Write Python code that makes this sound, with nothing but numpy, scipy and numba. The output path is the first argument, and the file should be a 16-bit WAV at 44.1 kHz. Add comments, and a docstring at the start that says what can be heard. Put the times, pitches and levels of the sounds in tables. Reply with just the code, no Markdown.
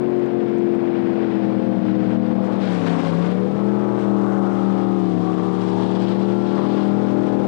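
"""On a river shore: a V8 racing jet boat comes up, eases off through a turn in a hiss of spray, passes and runs away.
Two open exhaust stacks give a lumpy note of engine orders that changes with the side they are heard from,
with noisy puffs at each firing. The far bank returns the note at a lower Doppler pitch, so it beats.
Coloured noise makes spray, drops and the rumble of the wake. A limited microphone carries the scene
on the left channel; the right holds only faint hiss."""
import sys
import numpy as np
from scipy import signal
from scipy.fft import rfft, irfft, next_fast_len
from scipy.io import wavfile
from scipy.ndimage import uniform_filter1d
from numba import njit

SR = 44100
rng = np.random.default_rng(int(sys.argv[2]) if len(sys.argv) > 2 else 0)


def output_pcm(signal):
    """Save a mono or channel-first signal as 16-bit PCM at the path in sys.argv[1].

    Samples are clipped to [-1, 1] before scaling.
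    """
    pcm = np.clip(np.atleast_2d(signal).T, -1, 1) * 32767
    wavfile.write(sys.argv[1], SR, np.round(pcm).astype(np.int16))


N = 329427
TIME = np.arange(N) / SR


def undb(db):
    """Turn decibels into gain."""
    return 10 ** (np.asarray(db) / 20)


def unit(x):
    """Scale a sound to rms 1."""
    return x / np.sqrt(np.mean(x ** 2))


def curves(table):
    """Join each column of a table by straight lines in time."""
    s, *columns = np.transpose(table)
    return [np.interp(TIME, s, c) for c in columns]


def noise():
    """White noise: all pitches equally strong."""
    return rng.standard_normal(N)


def walk(rate):
    """Slow chance: random levels 1 / rate seconds apart, joined by straight lines; spread near 1."""
    step = max(int(SR / rate), 1)
    levels = rng.standard_normal(N // step + 2)
    lines = levels[:-1, None] + np.diff(levels)[:, None] * np.arange(step) / step
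    return np.sqrt(3 / 2) * lines.ravel()[:N]  # makes up for the spread lost between levels


def colour(x, points):
    """Shape a sound by (Hz, dB) points, fading away outside them; rms 1."""
    hz, db = np.transpose(points)
    size = next_fast_len(N)
    freqs = np.maximum(np.fft.rfftfreq(size, 1 / SR), 1)
    gain = undb(np.interp(np.log(freqs), np.log(hz), db))
    gain = gain * np.minimum(hz.max() / freqs, 1) ** 2
    gain = gain * np.minimum(freqs / hz.min(), 1) ** 2
    return unit(irfft(rfft(x, size) * gain, size)[:N])


# How the boat turns past the listener.
# Each row: time in seconds, bearing in degrees (0 is bow on, 180 is stern on).
BEARING = [(0, 15.6), (1.22, 18.7), (1.45, 40.3), (2.2, 51), (2.62, 54.7), (2.9, 61), (3.08, 62.1),
           (3.42, 68), (3.78, 85), (4.5, 95.7), (4.92, 97.6), (5.25, 115), (5.48, 121), (5.72, 127),
           (6.0, 139), (6.28, 141), (6.65, 153), (6.88, 156), (7.47, 157)]


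def by_side(table):
    """Read each column of a table of bearings as the boat turns past the listener."""
    bearing, = curves(BEARING)
    angles, *columns = np.transpose(table)
    return [np.interp(bearing, angles, c) for c in columns]


def swell(peak, rise, fall):
    """An envelope that builds up smoothly and dies away."""
    age = TIME - peak
    return np.exp(-(np.minimum(age, 0) / max(rise, .005)) ** 2 - np.maximum(age, 0) / max(fall, .005))


def with_swells(steady_db, events):
    """Gains of several layers: their steady levels plus every event's swell, summed in power."""
    power = undb(steady_db) ** 2
    for peak, rise, fall, *db in events:
        power = power + np.outer(undb(db) ** 2, swell(peak, rise, fall) ** 2)
    return np.sqrt(power)


# Engine speed as heard. Each row: time in seconds, four-stroke cycles per second (before the small wander).
CYCLE_SPEED = [(0.0, 44.84), (1.25, 42.2), (1.39, 40.83), (1.89, 39.36), (2.25, 38.8), (2.6, 39.32),
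               (2.79, 34.95), (2.95, 34.2), (3.13, 33.82), (3.55, 39.45), (3.76, 40.64), (4.1, 39.95),
               (4.58, 38.56), (4.95, 38.3), (5.16, 35.1), (5.28, 35.42), (5.45, 36.4), (5.8, 36.98),
               (6.23, 38.67), (6.55, 38.97), (6.8, 39.76), (7.05, 39.56), (7.47, 39.33)]


def engine_turns(shudder=.0018, surging=0.001):
    """Count engine cycles; the speed wanders by small shares, quickly and slowly, as the pump's load changes."""
    cycle_hz, = curves(CYCLE_SPEED)
    wander = 1 + shudder * walk(40) + surging * walk(6)
    return np.cumsum(cycle_hz * wander) / SR


def order_levels(side):
    """List one side's exhaust note as gains of the orders 0 to 45."""
    gains = np.zeros(46)
    for order, db in side:
        gains[order] = undb(db)
    return gains


def push(note, size=220):
    """Strength of the note from firing to firing, relative to its mean over a few cycles (size in samples)."""
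    power = uniform_filter1d(uniform_filter1d(note ** 2, size), size // 2) + 1e-9
    return np.sqrt(power / uniform_filter1d(power, 20 * size))


# The exhaust note heard from each side, from bow to stern.
# Each row: order (multiple of the cycle speed), level in dB before flutter.
HEAD_ON = [(2, -56.5), (3, -40), (4, -44), (6, -31), (7, -38), (9, -45), (10, -37.5), (11, -40), (12, -50),
           (13, -43), (15, -52), (16, -41), (17, -51.5), (21, -58), (23, -54.5), (24, -52.5)]
BOW = [(2, -60), (3, -42), (4, -52), (6, -32), (7, -41.5), (9, -45), (10, -36.5), (11, -36), (12, -52.5),
       (13, -51.5), (14, -47.5), (16, -49.5), (18, -49.5), (21, -53), (23, -59), (26, -60.5)]
SHOULDER = [(2, -59), (3, -37.5), (6, -27.5), (7, -46.5), (9, -40), (10, -50), (11, -42.5), (12, -47.5),
            (13, -34.5), (14, -48.5), (15, -53.5), (16, -52.5), (17, -41), (18, -51), (19, -46.5),
            (21, -49.5), (22, -62), (25, -60.5), (29, -59), (34, -64)]
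FORE = [(2, -57.5), (3, -43), (6, -35.5), (7, -34), (9, -35), (11, -37.5), (12, -47), (13, -32),
        (15, -40.5), (16, -42), (17, -45.5), (20, -45.5), (21, -41.5), (22, -44.5), (27, -46), (32, -49.5),
        (33, -53.5), (34, -48)]
FLANK = [(2, -58.5), (3, -38.5), (6, -36), (7, -35), (9, -34), (11, -32), (12, -44), (13, -32.5),
         (14, -55.5), (15, -49.5), (16, -40), (17, -50), (19, -53.5), (20, -49), (21, -51.5), (22, -59.5),
         (24, -57), (27, -55), (29, -62), (32, -60), (33, -57), (34, -56)]
BEAM = [(2, -61.5), (3, -37), (4, -52.5), (6, -45.5), (7, -34.5), (9, -31.5), (10, -39.5), (11, -32.5),
        (12, -42.5), (13, -45.5), (14, -39.5), (16, -42), (17, -46), (19, -42.5), (21, -39.5), (22, -48),
        (24, -45.5), (27, -47.5), (29, -47.5), (31, -50.5), (32, -50.5), (33, -53), (34, -58), (37, -57.5),
        (39, -59.5)]
ABAFT = [(2, -60.5), (3, -38), (4, -50.5), (6, -44.5), (7, -33.5), (9, -30), (10, -41.5), (11, -36),
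         (12, -44), (13, -52), (14, -40.5), (16, -43.5), (19, -40.5), (21, -39.5), (22, -47.5), (24, -47),
         (27, -49), (29, -50), (31, -52), (32, -50.5), (33, -48.5), (36, -54.5)]
AFT = [(3, -38.5), (4, -49.5), (6, -35.5), (7, -35), (9, -29.5), (10, -41), (11, -33.5), (12, -42.5),
       (13, -34.5), (14, -56.5), (16, -48), (19, -48.5), (21, -38.5), (22, -50), (25, -49.5), (27, -48),
       (28, -50.5), (29, -53), (30, -47.5), (32, -42.5), (34, -53.5), (37, -63)]
QUARTER = [(3, -36), (4, -49), (6, -35.5), (7, -31), (9, -28), (10, -39), (11, -28.5), (12, -48), (13, -37),
           (15, -44.5), (16, -43), (17, -44.5), (18, -42), (19, -47), (20, -43.5), (21, -42), (22, -42.5),
           (23, -39), (24, -49.5), (25, -37.5), (27, -47.5), (29, -58.5), (32, -51.5), (34, -58.5),
           (43, -63.5), (45, -55)]
TRANSOM = [(3, -38), (4, -47), (6, -35), (7, -39.5), (9, -27), (10, -48), (11, -35), (12, -49), (13, -35),
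           (15, -40.5), (17, -41.5), (18, -45), (19, -43.5), (20, -46.5), (21, -49.5), (22, -43), (24, -50),
           (26, -48.5), (29, -48.5), (35, -48.5), (37, -56.5), (43, -58.5)]
STERN = [(3, -38), (4, -40), (6, -32), (7, -30), (9, -35.5), (10, -34), (11, -33), (12, -42), (13, -36.5),
         (14, -47), (15, -38.5), (16, -43), (17, -49.5), (18, -58.5), (19, -41.5), (20, -48), (21, -40),
         (22, -46), (24, -61), (26, -48), (29, -56.5), (32, -52.5), (34, -55), (35, -54), (37, -59.5),
         (43, -59)]
# Where those notes are heard. Each row: bearing in degrees, the note's table.
NOTES = [(16, HEAD_ON), (18, BOW), (52, SHOULDER), (61, FORE), (68, FLANK), (86, BEAM), (90, BEAM),
         (96, ABAFT), (102, ABAFT), (120, AFT), (131, QUARTER), (144, TRANSOM), (158, STERN)]
# The two strongest orders by side.
# Each row: bearing in degrees, boom at order 5 in dB, firing tone at order 8 in dB, both before flutter.
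LEADING_ORDERS = [(16.2, -31, -25.5), (17.78, -30.5, -23), (39, -24.5, -28), (49.8, -26.5, -25),
                  (55.7, -23.5, -35), (60.7, -24.5, -26), (67.5, -22.5, -42.5), (85, -23.5, -28.5),
                  (96.3, -23, -30.5), (104, -23.5, -30.5), (122, -24.5, -48.5), (134, -22, -39),
                  (146, -24, -32), (156, -24, -29)]
# Throb once a cycle. Each row: bearing in degrees, extra contrast between strong and weak firings (0 to 1).
THROB = [(60, 0.05), (95, 0.1), (122, 0.3), (145, 0.45), (160, 0.3)]
# Uneven burning, worst off the throttle. Each row: time in seconds, scatter of the orders' strength in dB.
ROUGHNESS = [(0, 0.4), (2.5, 1.6), (2.8, 2), (3.3, 4), (3.7, 0.2), (4.95, 1), (5.15, 2.2), (5.5, 0.2),
             (6.3, 0.7), (6.6, 1.5), (7.47, 2)]
# Firing slots of the near cylinder bank. Each entry: a slot in eighths of a cycle.
NEAR_BANK_SLOTS = [0, 3, 5, 6]
# Strength of the near bank's four cylinders. 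Each entry: relative level in dB.
CYLINDER_DB = [-1, -2, -6, -4]


def exhaust_note(turns, pipe_lag=0.95, mouth_rad=1.32, blur_rad=0.26, flutter_db=1.02, fade_db=0.8,
                 boom_flutter_db=1.49, stumble=.3, drift_rad=.6, bank_boom_db=-18):
    """Add up the engine orders of the exhaust note, low and high, as sent to the shore and as sent astern."""
    boom_db, firing_db = by_side(LEADING_ORDERS)
    bearing, = curves(BEARING)
    rough_db, = curves(ROUGHNESS)
    angles = [angle for angle, _ in NOTES]
    gains = np.array([order_levels(side) for _, side in NOTES])
    leading = {5: undb(boom_db), 8: undb(firing_db)}
    astern_gains = gains[-1].copy()
    astern_gains[5] += undb(bank_boom_db)
    direct, astern = 0, 0
    for k in sorted(set(np.flatnonzero(gains.sum(axis=0))) | set(leading)):
        # uneven firing of one bank sets how the orders line up
        slot_phases = np.exp(-2j * np.pi * k * np.array(NEAR_BANK_SLOTS) / 8)
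        pattern = (undb(CYLINDER_DB) * slot_phases).sum()
        # short waves arrive by many paths over the water, so their phases drift apart
        drift = 2 * np.pi * rng.random() + drift_rad * walk(9) + blur_rad * rough_db * walk(35)
        drift = np.clip((k - 12) / 6, 0, 1) * drift
        # the pipe lets the low orders out first; its open mouth turns them all
        pipe_phase = mouth_rad + 2 * np.pi * pipe_lag * np.log(k) ** 2
        phase = 2 * np.pi * k * turns + drift + np.angle(pattern + 1e-6) + pipe_phase
        tone = np.sqrt(2) * np.cos(phase)
        if k in leading:
            gain = leading[k] * undb(boom_flutter_db * walk(10))
        else:
            gain = np.interp(bearing, angles, gains[:, k])
            # paths over the waves flutter and fade
            gain = gain * undb(flutter_db * walk(13) + fade_db * walk(2.977))
            # uneven burning trades strength among the orders
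            gain = gain * undb(rough_db * walk(24))
        direct = direct + gain * tone
        astern = astern + astern_gains[k] * tone
    # from astern the strong firings stand out and the weak ones leave a gap once a cycle
    throb = direct * (push(direct) ** by_side(THROB)[0] - 1)
    above_boom = signal.butter(4, 150, "high", fs=SR, output="sos")
    direct = direct + signal.sosfiltfilt(above_boom, throb)
    return direct * undb(stumble * rough_db * walk(45)), astern


# Firing slots of the far cylinder bank. Each entry: a slot in eighths of a cycle.
FAR_BANK_SLOTS = [1, 2, 4, 7]


def firings(turns, far_stack_db=-9, stack_lag_s=0.00088, jitter_s=.00005, scatter_db=2):
    """Make a pulse per cylinder; the far stack is weaker and arrives a little later."""
    slots = np.arange(int(turns[-1] * 8))
    chance = rng.standard_normal((len(slots), 2))
    far = np.isin(slots % 8, FAR_BANK_SLOTS)
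    times = np.interp(slots / 8, turns, TIME)
    at = np.clip((times + far * stack_lag_s + jitter_s * chance[:, 0]) * SR, 0, N - 2)
    size = undb(far * far_stack_db + scatter_db * chance[:, 1])
    # share each pulse between the two samples around its exact time
    whole = at.astype(int)
    early = np.bincount(whole, size * (1 - at + whole), N)
    late = np.bincount(whole + 1, size * (at - whole), N)
    return early + late


@njit
def ring(x, hz, width):
    """Ring like a hollow pipe: a state-variable band-pass whose centre moves."""
    out, band, low = np.empty(len(x)), 0., 0.
    for i in range(len(x)):
        g, k = np.tan(np.pi * hz[i] / SR), width / hz[i]
        v = (band + g * (x[i] - low)) / (1 + g * (g + k))
        band, low, out[i] = 2 * v - band, low + 2 * g * v, k * v
    return out


# Level of the exhaust's rasp. Each row: time in seconds, level in dB before the mix and trims.
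RASP_LEVEL = [(0.0, -43), (0.65, -45), (1.02, -41.5), (2.14, -38.5), (3.01, -34.5), (3.35, -37.5),
              (3.83, -34), (4.5, -37), (4.8, -38), (5.08, -44), (5.3, -35), (6.2, -26.5), (6.36, -33.5),
              (6.62, -34), (7.1, -32.5), (7.47, -35.5)]
# What the rasp is made of, by side.
# Each row: bearing in degrees, roar in dB, bark of the firings in dB, both added to the rasp level.
RASP_MIX = [(18, 9.5, -4), (58.3, 5, -6), (80, -1.5, -15), (94, 2.5, -4), (118.4, 1.5, -6),
            (129, -6.5, -14.5), (170, -3, -7.5)]
# Brief swells of the exhaust.
# Each row: peak time, rise and fall in seconds, then roar and bark in dB before trims.
EXHAUST_SWELLS = [(2.5, 0.12, 0.098, -37, -42), (2.92, .1, 0.38, -35.5, -35), (3.6, .03, 0.051, -35, -40),
                  (4.32, .15, .2, -44, -41.5), (5.83, 0.092, .2, -39, -40.5),
                  (6.6, 0.061, 0.083, -33, -33.5), (6.76, 0.041, 0.081, -33, -40),
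                  (7.44, 0.09, 0.19, -27, -48)]
# The mouth of the stack rings at a pitch that shifts as the boat turns.
# Each row: bearing in degrees, ring in Hz, its level in dB within the bark.
STACK_RING = [(18, 930, -14.5), (55, 800, -11), (58.7, 600, -12), (67.5, 840, -16), (88, 1000, -9),
              (92.8, 1500, -5), (102, 1000, -7), (120.7, 1300, -6.5), (127.6, 920, 0), (141.3, 1300, -11.5),
              (160, 940, -13.5)]
# Tone colour of the turbulent roar. Each row: frequency in Hz, relative level in dB.
ROAR_COLOUR = [(40, -42.5), (60, -25), (85, -10), (130, 2), (200, 2), (330, 8), (480, 4), (600, 3),
               (780, 0.5), (1000, -9.5), (1500, -22.5), (3000, -45)]
# Tone colour of the bark of each firing. Each row: frequency in Hz, relative level in dB.
BARK_COLOUR = [(300, -41.5), (520, -8.5), (700, 0), (900, -3), (1150, 12.5), (1450, -0.5), (1750, -17),
               (2500, -30.5), (5000, -48.5)]
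# Tone colour of the puffs of gas. Each row: frequency in Hz, relative level in dB.
GAS_COLOUR = [(500, -22.5), (850, 1), (1100, 1), (1500, -11.5), (1900, -16), (3000, -38.5)]


def exhaust_rasp(pulses, pressure, gating=.55, puff_s=0.0051, steady=0.3,
                 roar_db=-0.5, bark_db=-14, gas_db=0, ring_width_hz=200.0):
    """Each firing barks and lets out a puff of turbulent gas that rings the stack; now and then they swell."""
    steady_db = curves(RASP_LEVEL)[0] + np.array(by_side(RASP_MIX))
    roar_gain, bark_gain = with_swells(steady_db, EXHAUST_SWELLS)
    # each pulse starts a puff that dies away over puff_s
    puffs = steady + unit(signal.lfilter([1], [1, -np.exp(-1 / (puff_s * SR))], pulses))
    roar = colour(pressure ** gating * puffs * noise(), ROAR_COLOUR) * undb(roar_db)
    # two passes through the same ring make it sharper
    ring_hz, ring_db = by_side(STACK_RING)
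    once = ring(puffs * noise(), ring_hz, ring_width_hz)
    hollow = unit(ring(once, ring_hz, ring_width_hz)) * undb(ring_db)
    bark = colour(pulses, BARK_COLOUR) * undb(bark_db)
    gas = colour(puffs * noise(), GAS_COLOUR) * undb(gas_db)
    return roar * roar_gain + (bark + gas + hollow) * bark_gain, unit(puffs)


# Steady wash of hull and jet by side, its fine mist stronger from astern.
# Each row: bearing in degrees, then rush, hiss and fine mist in dB before trims.
WASH = [(18, -51, -61, -75.5), (55, -51, -57.5, -71.5), (72, -54, -59, -69), (86, -51.5, -58.5, -67.5),
        (93.86, -57.5, -60, -65.5), (96.97, -53.5, -56, -66), (129, -53, -54, -62.5),
        (158, -52.5, -57.5, -66)]
# Sheets of spray thrown by the hull.
# Each row: peak time, rise and fall in seconds, then rush, hiss and fine mist in dB before trims.
SPRAY_SHEETS = [(1.001, .25, 0.38, -50.5, -63, -85.5), (1.25, 0.16, 0.32, -51, -60, -82.5),
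                (1.92, 0.12, .2, -49.5, -58, -75), (2.12, 0.069, 0.044, -49.5, -66, -70.5),
                (2.45, .015, 0.047, -60, -61, -64), (2.53, 0.022, .04, -55, -58, -65),
                (2.639, 0.033, .25, -44, -47, -60), (2.75, 0.087, 0.18, -46, -52, -57),
                (2.89, 0.037, 0.18, -41, -45.5, -54.5), (3.05, .04, 0.13, -48.5, -49, -58.5),
                (3.16, 0.027, .1, -47, -54, -61), (3.25, 0.032, 0.14, -44.5, -52.5, -61),
                (4.0, .02, .06, -49.5, -58, -62), (4.34, 0.044, 0.075, -54, -75, -67),
                (4.54, 0.054, 0.099, -53, -74, -65.5), (5.7, 0.13, 0.3, -53, -53.5, -65.5),
                (5.9, .12, .25, -59, -49.5, -66), (6.09, 0.08, .19, -49.5, -48.5, -65),
                (6.51, .08, 0.33, -54, -52, -69), (6.82, .2, .17, -53, -51.5, -68.5)]
# Tone colour of the low rush of water. Each row: frequency in Hz, relative level in dB.
RUSH_COLOUR = [(800, -28), (1400, 4), (1750, 0), (2400, -3.5), (3100, -11.5), (4500, -32.5)]
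# Tone colour of the hiss of spray. Each row: frequency in Hz, relative level in dB.
HISS_COLOUR = [(1900, -18.5), (2700, -2.5), (3300, 1), (4200, -4), (5200, -9), (6200, -27.5), (9000, -42.5)]
# Tone colour of the fine mist. Each row: frequency in Hz, relative level in dB.
MIST_COLOUR = [(4000, -21), (5500, 3.5), (6500, 0), (8400, -3), (9200, -8), (10200, -18.5), (12700, -26),
               (13500, -36.5)]


def spray(puffs, throb=.25, surge_db=0.75, slosh_db=0.47, grain_db=2, rush_db=3.5, hiss_db=2.0, mist_db=0):
    """Sheets of water break into drops of all sizes; the jet throbs slightly with the engine."""
    surge = undb(surge_db * walk(45) + slosh_db * walk(14)) * (1 - throb + throb * puffs)
    gains = with_swells(by_side(WASH), SPRAY_SHEETS)
    colours = (RUSH_COLOUR, HISS_COLOUR, MIST_COLOUR)
    water = 0
    for gain, shape, trim_db in zip(gains, colours, (rush_db, hiss_db, mist_db)):
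        grains = noise() * surge * undb(grain_db * walk(2500))
        water = water + colour(grains, shape) * gain * undb(trim_db)
    return water


# Echo from the far bank. Each row: time in seconds, level in dB.
ECHO_LEVEL = [(0, -33.5), (0.8, -34), (1.15, -34), (1.8, -29.5), (2.5, -33), (3.2, -36), (3.9, -38),
              (4.6, -47.5), (7.47, -51)]
# Reflecting stretches of the bank.
# Each row: delay in seconds, growth of the delay in seconds per second, relative level in dB.
BANK_STRETCHES = [(.007, 0.087, 6.5), (.05, 0.079, -3), (0.0922, 0.1, -6)]


def bank_echo(astern, low_hz=105, top_hz=510, wander_s=.0006, flicker_db=4.0):
    """The boat runs from the bank behind it: growing paths flatten the echoes; the uneven bank blurs them."""
    echo = 0
    for delay, growth, db in BANK_STRETCHES:
        sent_at = TIME - delay - growth * TIME + wander_s * walk(18)
        echo = echo + undb(db + flicker_db * walk(9)) * np.interp(sent_at, TIME, astern, left=0)
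    band = signal.butter(4, [low_hz, top_hz], "band", fs=SR, output="sos")
    dull = signal.sosfilt(band, echo)
    return unit(dull) * undb(curves(ECHO_LEVEL)[0])


# Drops that land close by. Each row: time in seconds, peak level in dB before the trim.
DROPS = [(0.105, -54), (0.2, -53), (0.2607, -52), (0.583, -51), (0.7512, -52), (6.8746, -45)]


def drops(ring_s=.002, drop_db=-5):
    """Lone drops tick faintly near the microphone: short bursts of noise that die away over ring_s."""
    ticks = sum(undb(db + drop_db) * (TIME >= s) * np.exp(-np.abs(TIME - s) / ring_s) for s, db in DROPS)
    return ticks * colour(noise(), [(2500, -8.0), (5000, 6), (9000, 2), (12000, -16)])


# Rasp and spray briefly dip or lift. Each row: time in seconds, change in dB (below 0 is a dip).
LEVEL_DIPS = [(0.73, 1), (1.71, -1.5), (1.94, -2), (2.19, -4.5)]


def dips(rise_s=.018, fall_s=0.039):
    """Gain of the brief level changes in rasp and spray."""
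    return undb(sum(db * swell(s, rise_s, fall_s) for s, db in LEVEL_DIPS))


# Rumble of the churned wake. Each row: time in seconds, level in dB.
WAKE_LEVEL = [(0, -89), (1.15, -87.5), (1.3, -66), (2, -66.5), (3, -60), (4.5, -64), (7.47, -65)]
# Tone colour of that rumble. Each row: frequency in Hz, relative level in dB.
RUMBLE_COLOUR = [(25, -3.5), (45, 0), (70, -1), (120, -13)]


def wake_rumble():
    """Churned water rumbles: deep noise that follows the wake's level."""
    return colour(noise(), RUMBLE_COLOUR) * undb(curves(WAKE_LEVEL)[0])


def scene():
    """Engine, echo and water at one point on the shore, on the left channel only."""
    turns = engine_turns()
    note, astern = exhaust_note(turns)
    rasp, puffs = exhaust_rasp(firings(turns), push(note))
    shore = note + (rasp + spray(puffs)) * dips()
    shore = shore + bank_echo(astern) + drops() + wake_rumble()
    return np.array([2 * shore, np.zeros(N)])


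@njit
def follow(x, attack, release):
    """Follow the loudness with an envelope that rises fast and falls slowly."""
    out, e = np.empty(len(x)), 0.
    for i in range(len(x)):
        e += (abs(x[i]) - e) * (attack if abs(x[i]) > e else release)
        out[i] = e
    return out


# Tone colour of the electronic hiss. Each row: frequency in Hz, relative level in dB.
SELF_NOISE_COLOUR = [(30, 0), (15700, 0)]


def record(dry, drive_db=-1.04, ceiling_db=-8.5, attack_s=.0001, release_s=0.057, top_hz=15700):
    """A fast limiter holds the peaks; both channels carry faint electronic hiss; the top is cut."""
    driven = dry * undb(drive_db)
    attack = 1 - np.exp(-1 / (attack_s * SR))
    release = 1 - np.exp(-1 / (release_s * SR))
    envelope = follow(driven[0], attack, release)
    limited = driven / np.maximum(envelope / undb(ceiling_db), 1)
    hiss = undb(-73.2) * np.array([colour(noise(), SELF_NOISE_COLOUR) for _ in dry])
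    top_cut = signal.ellip(8, .2, 70, top_hz, fs=SR, output="sos")
    return signal.sosfilt(top_cut, limited + hiss)


dry = scene()
out = record(dry)
output_pcm(out)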